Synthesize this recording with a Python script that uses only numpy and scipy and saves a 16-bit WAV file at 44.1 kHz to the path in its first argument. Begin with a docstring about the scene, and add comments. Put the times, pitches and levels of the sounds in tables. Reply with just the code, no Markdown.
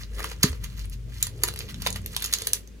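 """Potting mix pressed into a pot

Gritty potting mix is scooped into a small plastic pot and pressed down by hand, in a small room.
Grit cracks and scrapes as short bursts of random clicks, coloured by the pot's resonances and heard from
the right. Soil slides are swelling streams of tiny clicks with pitched pebble ticks. The scoop bumps the
pot once: dying sine waves. Filtered noise and wavering low tones make the rubs, the arm, the hum and the air.
"""
import sys
import numpy as np
from scipy import signal
from scipy.fft import rfft, irfft, next_fast_len
from scipy.io import wavfile
from scipy.ndimage import map_coordinates

SR = 44100
rng = np.random.default_rng(int(sys.argv[2]) if len(sys.argv) > 2 else 0)


def put_to_file(sound):
    """Save the sound as 16-bit audio at rate SR, in the file named by the first command-line argument."""
    columns = np.atleast_2d(sound).T  # one column per channel
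    safe = np.clip(columns, -1, 1)
    whole_steps = np.round(safe * 32767)
    wavfile.write(sys.argv[1], SR, whole_steps.astype(np.int16))


N = 123479  # samples, 2.8 s


def amp(db):
    """Decibels to gain."""
    return 10 ** (np.asarray(db) / 20)


def unit(x):
    """Scale to an rms of 1."""
    return x / np.sqrt(np.mean(x ** 2) + 1e-20)


def along(points, hz):
    """Read a table of (Hz, value) points on a log frequency axis."""
    f, v = np.transpose(points)
    return np.interp(np.log(hz + 1), np.log(f + 1), v)


def curve(rows):
    """Turn (seconds, value) points into one value per sample."""
    return np.interp(np.arange(N) / SR, *np.transpose(rows))


def wobble(rate):
    """A smooth random curve through `rate` random points a second."""
    return map_coordinates(rng.standard_normal(1024), [np.arange(N) * rate / SR], mode="wrap")


def random_sizes(shape):
    """Bell-shaped random numbers, limited to -2..2."""
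    return np.clip(rng.standard_normal(shape), -2, 2)


def decay(t, t60):
    """Die away by 60 dB in t60 seconds."""
    return np.exp(-np.log(1000) * t / t60)


def filtered(x, response):
    """Multiply the spectrum of x by a response given as a function of Hz."""
    n = x.shape[-1]
    padded = 2 * next_fast_len(n // 2 + 2048)
    hz = np.fft.rfftfreq(padded, 1 / SR)
    return irfft(rfft(x, padded) * response(hz), padded)[..., :n]


def coloured(x, tone_db):
    """Filter with the gain tone_db(hz), sounding only after each click and never before it."""
    def response(hz):
        # Folding the cepstrum forward in time gives the minimum-phase filter.
        cepstrum = irfft(tone_db(hz) * np.log(10) / 20)
        half = len(cepstrum) // 2
        cepstrum[1:half] *= 2
        cepstrum[half + 1:] = 0
        return np.exp(rfft(cepstrum))
    return filtered(x, response)


def add(track, s, sound):
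    """Mix a sound into the track at time s."""
    i = max(0, round(s * SR))
    track[..., i:i + sound.shape[-1]] += sound[..., :max(0, N - i)]


SWELL_EDGE = 2.76  # how steeply a swell starts and ends


def swell(s, half):
    """A smooth rise and fall that peaks at time s and is at half height `half` seconds away."""
    return 1 / (1 + np.abs((np.arange(N) / SR - s) / half) ** SWELL_EDGE)


# Resonances of the plastic pot. Each row: pitch in Hz, width in Hz, lift (or cut, if negative) in dB.
POT_RESONANCES = [(437, 94, 8.5), (979.5, 24, 6.5), (1214, 97, 4), (1800, 52, 4.5), (1930, 110, 1.5),
                  (4850, 760, -1.5), (5644, 950, -8.5), (10030, 1100, 7.5)]


def pot_db(hz):
    """The pot's walls and hollow strengthen some pitches and weaken others."""
    return sum(db / (1 + (2 * (hz - f) / width) ** 2) for f, width, db in POT_RESONANCES)


# Grit cracking on plastic. Each row: start in seconds, level in dB before CRACK_DB, swell time in seconds,
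# lift of the hollow body in dB, lift of the top in dB, pitch of the snap in Hz.
CRACK_EVENTS = [(.034, -28, 0.00028, -2, -35, 4780), (0.194, -38, 0.0012, 15, 8, 1260),
                (.203, -34, 0.00088, 18.5, 5, 1690), (0.2422, -23, 0.00087, 10, 0.5, 1100),
                (0.311, -34.5, 0.0054, 5, -3, 950), (0.4284, -9, 0.0042, -5.5, 1, 6000),
                (.4365, -15, .0018, 3.5, -8, 1230), (0.5287, -30.5, 0.00099, 8, -27, 5770),
                (.545, -46, 0.00041, -5, -15, 10900), (0.635, -37, 0.0065, 1, 7, 6500),
                (0.8973, -36, 0.00037, -28, 3, 10900), (1.2267, -11, 0.0006, -12, 6, 7200),
                (1.268, -23.5, 0.0009, -1.5, -2.5, 10600), (1.4351, -14, 0.00088, -2, 12.5, 6440),
                (1.4376, -27.5, 0.0016, 13.5, 2, 1000), (1.4794, -26.5, 0.00031, -2, 6, 10100),
                (1.4849, -22.5, 0.0013, 3, 0.5, 4040), (1.538, -29, 0.00016, -2, 2.5, 12500),
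                (1.560, -26.5, 0.00072, -5.5, -1, 2010), (1.5744, -27, 0.00069, -10, -21, 11000),
                (1.59, -24, 0.00024, -8, 5, 11700), (1.605, -23, 0.00071, -4.5, -37, 3030),
                (1.7435, -25.5, 0.00042, -4, -17.5, 10600), (1.82, -26, 0.00095, -1, 4, 4600),
                (1.8629, -17, 0.0015, 4.5, -6, 1060), (1.8695, -14.5, 0.0015, 2.5, 0.5, 2800),
                (1.904, -18.5, 0.0004, -39, -3.5, 7100), (1.9273, -18.5, 0.0002, -56, -9, 9800),
                (1.956, -31, 0.0045, 3.5, 3, 2300), (2.061, -23.5, 0.00034, -5, 3, 12330),
                (2.165, -15, 0.00028, -3, 5, 7600), (2.222, -21, 0.0013, -7.5, 3.5, 3400),
                (2.228, -27, 0.00086, -26, 1, 9900), (2.241, -18.5, 0.0023, -13, -3.5, 6750),
                (2.2485, -21, 0.0005, -4.5, 3, 6500), (2.258, -22, 0.002, -40, 1.5, 6400),
                (2.325, -19, 0.0033, -7.5, -5, 10400), (2.336, -7.5, 0.001, -14.5, 0, 5500),
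                (2.385, -25, 0.0013, -12, 1, 5950), (2.4193, -18, 0.00082, -8.5, -8, 8800),
                (2.4696, -16, 0.0016, -6, 8, 2000), (2.5331, -7.5, 0.00012, -23, 6, 5700),
                (2.674, -41.5, 0.00086, -22, 2, 6740)]
# Tone shared by all cracks. Each row: frequency in Hz, gain in dB.
CRACK_COLOUR = [(150, -14), (350, -4.5), (750, -4), (1100, -2.5), (2500, 0.5), (4000, 4.5), (6000, 4.5),
                (8500, -6.5), (11500, -4.5), (14500, -2), (16000, -17.5)]
CRACK_DB = 0.5
BODY_HZ, TOP_HZ = 2590, 8570  # the body lies below the first, the top above the second
SNAP_DB, SNAP_OCTAVES = 8, 0.17  # lift around the snap pitch, and its half width
FADE_S, FADE_PER_SWELL = 0.0011, 0.84  # a slower crush also dies more slowly
FRACTURE_SHARE = 0.21  # share of a burst's energy given to its main fracture, before shaping the tone
FRACTURE_SPREAD_DB = 3  # scatter in size of the tiny fractures


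def cracks():
    """Tiny fractures swell to one main fracture and die in milliseconds, each crack with its own echoes."""
    out = np.zeros((2, N))
    t = np.arange(2048) / SR
    for s, db, rise, body_db, top_db, snap_hz in CRACK_EVENTS:
        fade = np.exp(-np.maximum(t - rise, 0) / (FADE_S + FADE_PER_SWELL * rise))
        shape = np.minimum(t / rise, fade)
        signs = np.sign(rng.standard_normal(len(t)))
        burst = shape * signs * amp(FRACTURE_SPREAD_DB * random_sizes(len(t)))
        burst *= np.sqrt(1 - FRACTURE_SHARE) / np.linalg.norm(burst)
        burst[np.argmax(shape)] = np.sqrt(FRACTURE_SHARE)
        burst *= np.linalg.norm(shape)

        def tone_db(hz):
            body = body_db / (1 + (hz / BODY_HZ) ** 4)
            top = top_db * (1 - 1 / (1 + (hz / TOP_HZ) ** 6))
            octaves_away = np.log2((hz + 1) / snap_hz)
            snap = SNAP_DB / (1 + (octaves_away / SNAP_OCTAVES) ** 2)
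            return along(CRACK_COLOUR, hz) + pot_db(hz) + body + top + snap

        add(out, s, amp(db + CRACK_DB) * placed(coloured(burst, tone_db)))
    return out


GRAINS_PER_S, GRAIN_SPREAD_DB = 2000, 5


def grains():
    """Countless tiny collisions of widely varying size, as clicks at random moments."""
    hit = rng.random(N) < GRAINS_PER_S / SR
    signs = np.sign(rng.standard_normal(N))
    return hit * signs * amp(GRAIN_SPREAD_DB * random_sizes(N))


# Soil sliding and tumbling. Each row: peak time in seconds, level in dB before SLIDE_DB,
# half length in seconds, drumming on the pot in dB relative to the rustle.
SLIDE_EVENTS = [(.005, -44, 0.022, -3.5), (0.23, -47, 0.063, 3.5), (0.257, -47.5, 0.0058, -0.5),
                (0.305, -45.5, 0.014, -8.5), (0.471, -43.5, 0.038, -0.5), (0.559, -62, 0.02, 4),
                (0.651, -43.5, 0.015, -1), (0.706, -60, 0.027, 1), (0.791, -45.5, .025, -8.5),
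                (0.849, -49.5, 0.0062, -1), (0.932, -45.5, 0.011, -25), (1.153, -52, 0.038, -6.5),
                (1.24, -44, 0.035, -5), (1.468, -46, 0.049, -3), (1.614, -48.5, 0.03, -9),
                (1.699, -43.5, 0.015, -2.5), (1.847, -47.5, 0.057, -2), (1.965, -44, 0.0143, -3),
                (2.186, -45.5, 0.086, -7.5), (2.253, -46.5, 0.037, -12.5), (2.344, -41.5, 0.034, -13.5),
                (2.456, -45, 0.062, -5), (2.552, -47.5, .024, -2.5)]
# Tone of grain rubbing on grain. Each row: frequency in Hz, gain in dB.
RUSTLE_COLOUR = [(300, -18.5), (800, -20), (1800, -10), (3000, -1), (6000, 0), (10500, -12), (14500, -0.5),
                 (16000, -30.5)]
# Tone of grains drumming on the pot. Each row: frequency in Hz, gain in dB.
DRUM_COLOUR = [(200, 5.5), (500, -12), (750, -10.5), (1100, 2), (1900, 6), (3000, -0.5), (8000, -10)]
SLIDE_DB = -2.5  # applies to rustle and drumming, not to the pebbles
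CLUMP_DB = 2.5  # random rise and fall of the flow


def slides():
    """Dry grains rustle over one another in clumps and drum on the hollow pot; pebbles tumble along."""
    flow = sum(amp(db) * swell(s, half) for s, db, half, _ in SLIDE_EVENTS)
    fall = sum(amp(db + drum_db) * swell(s, half) for s, db, half, drum_db in SLIDE_EVENTS)
    rustle = unit(coloured(grains(), lambda hz: along(RUSTLE_COLOUR, hz) + pot_db(hz) / 2))
    drum = unit(coloured(grains(), lambda hz: along(DRUM_COLOUR, hz) + pot_db(hz)))
    fine = (flow * rustle + fall * drum) * amp(SLIDE_DB + CLUMP_DB * wobble(90))
    coarse = np.hypot(flow, fall) * pebbles()
    return placed(fine + coarse)[:, :N]


PEBBLES_PER_S, PEBBLE_DB, PEBBLE_SPREAD_DB = 160, 17, 3.8  # level before the tone filter
PEBBLE_HZ, PEBBLE_OCTAVES = 3600, 0.7  # middle pitch and its scatter
PEBBLE_CYCLES = 1.3  # cycles in which a tick falls to about a third


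def pebbles():
    """Coarser bits of grit tick one by one, each a very short ring at its own pitch."""
    out = np.zeros(N)
    t = np.arange(256) / SR
    count = round(PEBBLES_PER_S * N / SR)
    times = rng.random(count) * N / SR
    for s, (pitch, size) in zip(times, random_sizes((count, 2))):
        hz = PEBBLE_HZ * 2 ** (PEBBLE_OCTAVES * pitch)
        ring = np.sin(2 * np.pi * hz * t) * np.exp(-hz * t / PEBBLE_CYCLES)
        tick = np.sqrt(hz / PEBBLE_HZ) * ring
        add(out, s, amp(PEBBLE_DB + PEBBLE_SPREAD_DB * size) * tick)

    def tone_db(hz):
        less_bass = 20 * np.log10((hz + 10) / (hz + PEBBLE_HZ / 2))
        return pot_db(hz) / 2 + less_bass

    return coloured(out, tone_db)


# Ringing tones of the bumped pot. Each row: pitch in Hz, level in dB relative to THUMP_DB,
# time to die by 60 dB in seconds.
THUMP_RINGS = [(153.5, 6.5, 0.042), (195.7, 7, 0.035), (256, -12.5, 0.17), (416.5, -11.5, 0.12)]
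THUMP_S, THUMP_DB, THUMP_ATTACK_S = 0.4403, -11, 0.0032
SWAY_S, SWAY_HZ, SWAY_DB, SWAY_T60 = 0.494, 70, -13, 0.13  # the pot rocks after the bump


def thumps():
    """The scoop bumps the full pot, which rings dully, then rocks briefly: dying sine waves."""
    out = np.zeros(N)
    t = np.arange(SR // 2) / SR

    def ring(hz, t60, attack):
        onset = 1 - np.exp(-(t / attack) ** 2)
        return np.sin(2 * np.pi * hz * t) * decay(t, t60) * onset

    for hz, level, t60 in THUMP_RINGS:
        add(out, THUMP_S, amp(THUMP_DB + level) * ring(hz, t60, THUMP_ATTACK_S))
    add(out, SWAY_S, amp(SWAY_DB) * ring(SWAY_HZ, SWAY_T60, 1 / SWAY_HZ))
    return out


# Soft rubs of hand and sleeve on soil and pot. Each row: peak time in seconds, level in dB,
# half length in seconds, pitch in Hz.
RUB_EVENTS = [(0.22, -48, 0.074, 442), (1.094, -52.5, 0.026, 420), (1.43, -49, 0.097, 428),
              (1.638, -49.5, 0.05, 409), (1.776, -43, 0.069, 196.4), (1.983, -46, 0.15, 184.6),
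              (2.085, -54, 0.084, 420), (2.482, -52, 0.14, 435)]
RUB_Q = 5.25  # higher is a narrower band


def rubs():
    """The palm presses the soil and the sleeve brushes the pot: muffled swells of narrow-band noise."""
    out = np.zeros(N)
    for s, db, half, pitch in RUB_EVENTS:
        def band(hz):
            return 1 / (1 + 1j * RUB_Q / 2 * (hz / pitch - pitch / (hz + 1))) ** 2
        noise = unit(filtered(rng.standard_normal(N), band))
        out += amp(db) * swell(s, half) * noise
    return out


def rumble(tone, side_db):
    """Nearly central stereo noise of rms 1: one shared noise plus a weaker one that differs by side."""
    mid, side = filtered(rng.standard_normal((2, N)), lambda hz: amp(along(tone, hz)))
    side = amp(side_db) * side
    return unit(np.array([mid + side, mid - side]))


# Loudness of the moving arm. Each row: time in seconds, level in dB before ARM_DB.
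ARM_LEVEL = [(0, -46.5), (.25, -54.5), (.55, -45), (.85, -46), (1.1, -50), (1.5, -47.5), (2.0, -45.5),
             (2.2, -54), (2.8, -58)]
# Tone of the arm's rumble. Each row: frequency in Hz, gain in dB.
ARM_COLOUR = [(40, -31), (80, 11), (115, 4), (200, -5.5), (300, -35.5), (700, -55), (1500, -93)]
ARM_DB = 5.5


def arm():
    """The moving arm and sleeve rumble softly: low noise that rises and falls."""
    return rumble(ARM_COLOUR, side_db=-9) * amp(curve(ARM_LEVEL) + ARM_DB)


# Loudness of the low hum. Each row: time in seconds, level in dB before HUM_DB.
HUM_LEVEL = [(0, -44), (.12, -31.5), (.4, -39.5), (.7, -37), (.92, -29.5), (1.15, -38), (1.85, -38.5),
             (2.05, -38.5), (2.35, -44.5), (2.8, -43.5)]
HUM_HZ, HUM_DB = 51.85, -2.5
HUM_WANDER_HZ, HUM_WAVER_DB = 2.925, 2.5  # random drift of pitch and of level
DRONE_S, DRONE_HALF_S, DRONE_HZ, DRONE_DB = 1.26, 0.37, 118.7, -43.5


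def hums():
    """A sine hum wavers in pitch and level, and a second low tone swells while the pot is moved."""
    def tone(hz):
        cycles = np.cumsum(hz + HUM_WANDER_HZ * wobble(15)) / SR
        return unit(np.sin(2 * np.pi * cycles)) * amp(HUM_WAVER_DB * wobble(11.2))

    hum = tone(HUM_HZ) * amp(curve(HUM_LEVEL) + HUM_DB)
    drone = tone(DRONE_HZ) * amp(DRONE_DB) * swell(DRONE_S, DRONE_HALF_S)
    return hum + drone


# Tone of the still air in the room. Each row: frequency in Hz, gain in dB.
AIR_COLOUR = [(20, -4.5), (60, -4), (200, 7), (480, -3), (750, -18.5), (2000, -14), (6000, -19),
              (16000, -29.5)]
AIR_DB = -53


def background():
    """The arm and low tones, 1 dB up on the left and 1 dB down on the right, over steady noise of still air."""
    low = (arm() + hums()) * amp([[1], [-1]])
    return low + amp(AIR_DB) * rumble(AIR_COLOUR, side_db=-2)


# Echo length in the room. 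Each row: frequency in Hz, time to die by 60 dB in seconds.
ECHO_T60 = [(200, 0.75), (800, 0.22), (2000, 0.13), (5500, 0.12), (14000, .16)]
# Echo strength. Each row: frequency in Hz, level in dB.
ECHO_LEVEL = [(200, -6.5), (1000, -7.5), (2500, -5), (6000, -4.5), (14000, -13.5)]
# Head start of the right microphone. Each row: frequency in Hz, lead over the left in seconds.
RIGHT_LEAD = [(1500, 0.000085), (8000, 0.0001773)]
ROOM_DELAY_S = 0.006
POT_T60, POT_ECHO_DB = 0.02, -6  # quick echoes inside the pot


def placed(x):
    """Direct sound reaches the right first, joined by quick pot echoes and a room tail of fading noise."""
    n = 10240
    hz, t, z = signal.stft(rng.standard_normal((2, n)), SR, nperseg=256)
    fade = decay(t, along(ECHO_T60, hz)[:, None])
    room = signal.istft(z * fade, SR, nperseg=256)[1]
    room = filtered(room / np.linalg.norm(room[0]), lambda f: amp(along(ECHO_LEVEL, f)))
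    room = np.pad(room, ((0, 0), (round(ROOM_DELAY_S * SR), 0)))[:, :n]

    t = np.arange(n) / SR
    pot = rng.standard_normal((2, n)) * decay(t, POT_T60) * (t > 0.001)
    pot = amp(POT_ECHO_DB) * pot / np.linalg.norm(pot[0])
    echoes = signal.fftconvolve(x[None], room + pot, axes=1)

    def shift(f):
        # Half the lead delays the left, the other half advances the right.
        return np.exp(1j * np.pi * f * along(RIGHT_LEAD, f) * np.array([[-1], [1]]))

    direct = filtered(np.pad(x, (0, n - 1)), shift)
    return echoes + direct


# Balance of the soil sounds. Each row: frequency in Hz, dB that the right goes up and the left goes down.
RIGHT_BALANCE = [(300, -1.5), (1500, 0), (3000, 1), (5000, 2.5), (7000, 1.1), (9000, 0)]


def scene():
    """Cracks and slides, stronger on the right in the treble, with central thump and rubs over the background."""
    soil = filtered(cracks() + slides(), lambda hz: amp(along(RIGHT_BALANCE, hz) * np.array([[-1], [1]])))
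    return soil + thumps() + rubs() + background()


CUT_HZ = 16100


def record(dry):
    """Clip peaks at full scale, then remove the treble above CUT_HZ with a very steep filter."""
    return filtered(np.clip(dry, -1, 1), lambda hz: 1 / np.sqrt(1 + (hz / CUT_HZ) ** 120))


dry = scene()
out = record(dry)
put_to_file(out)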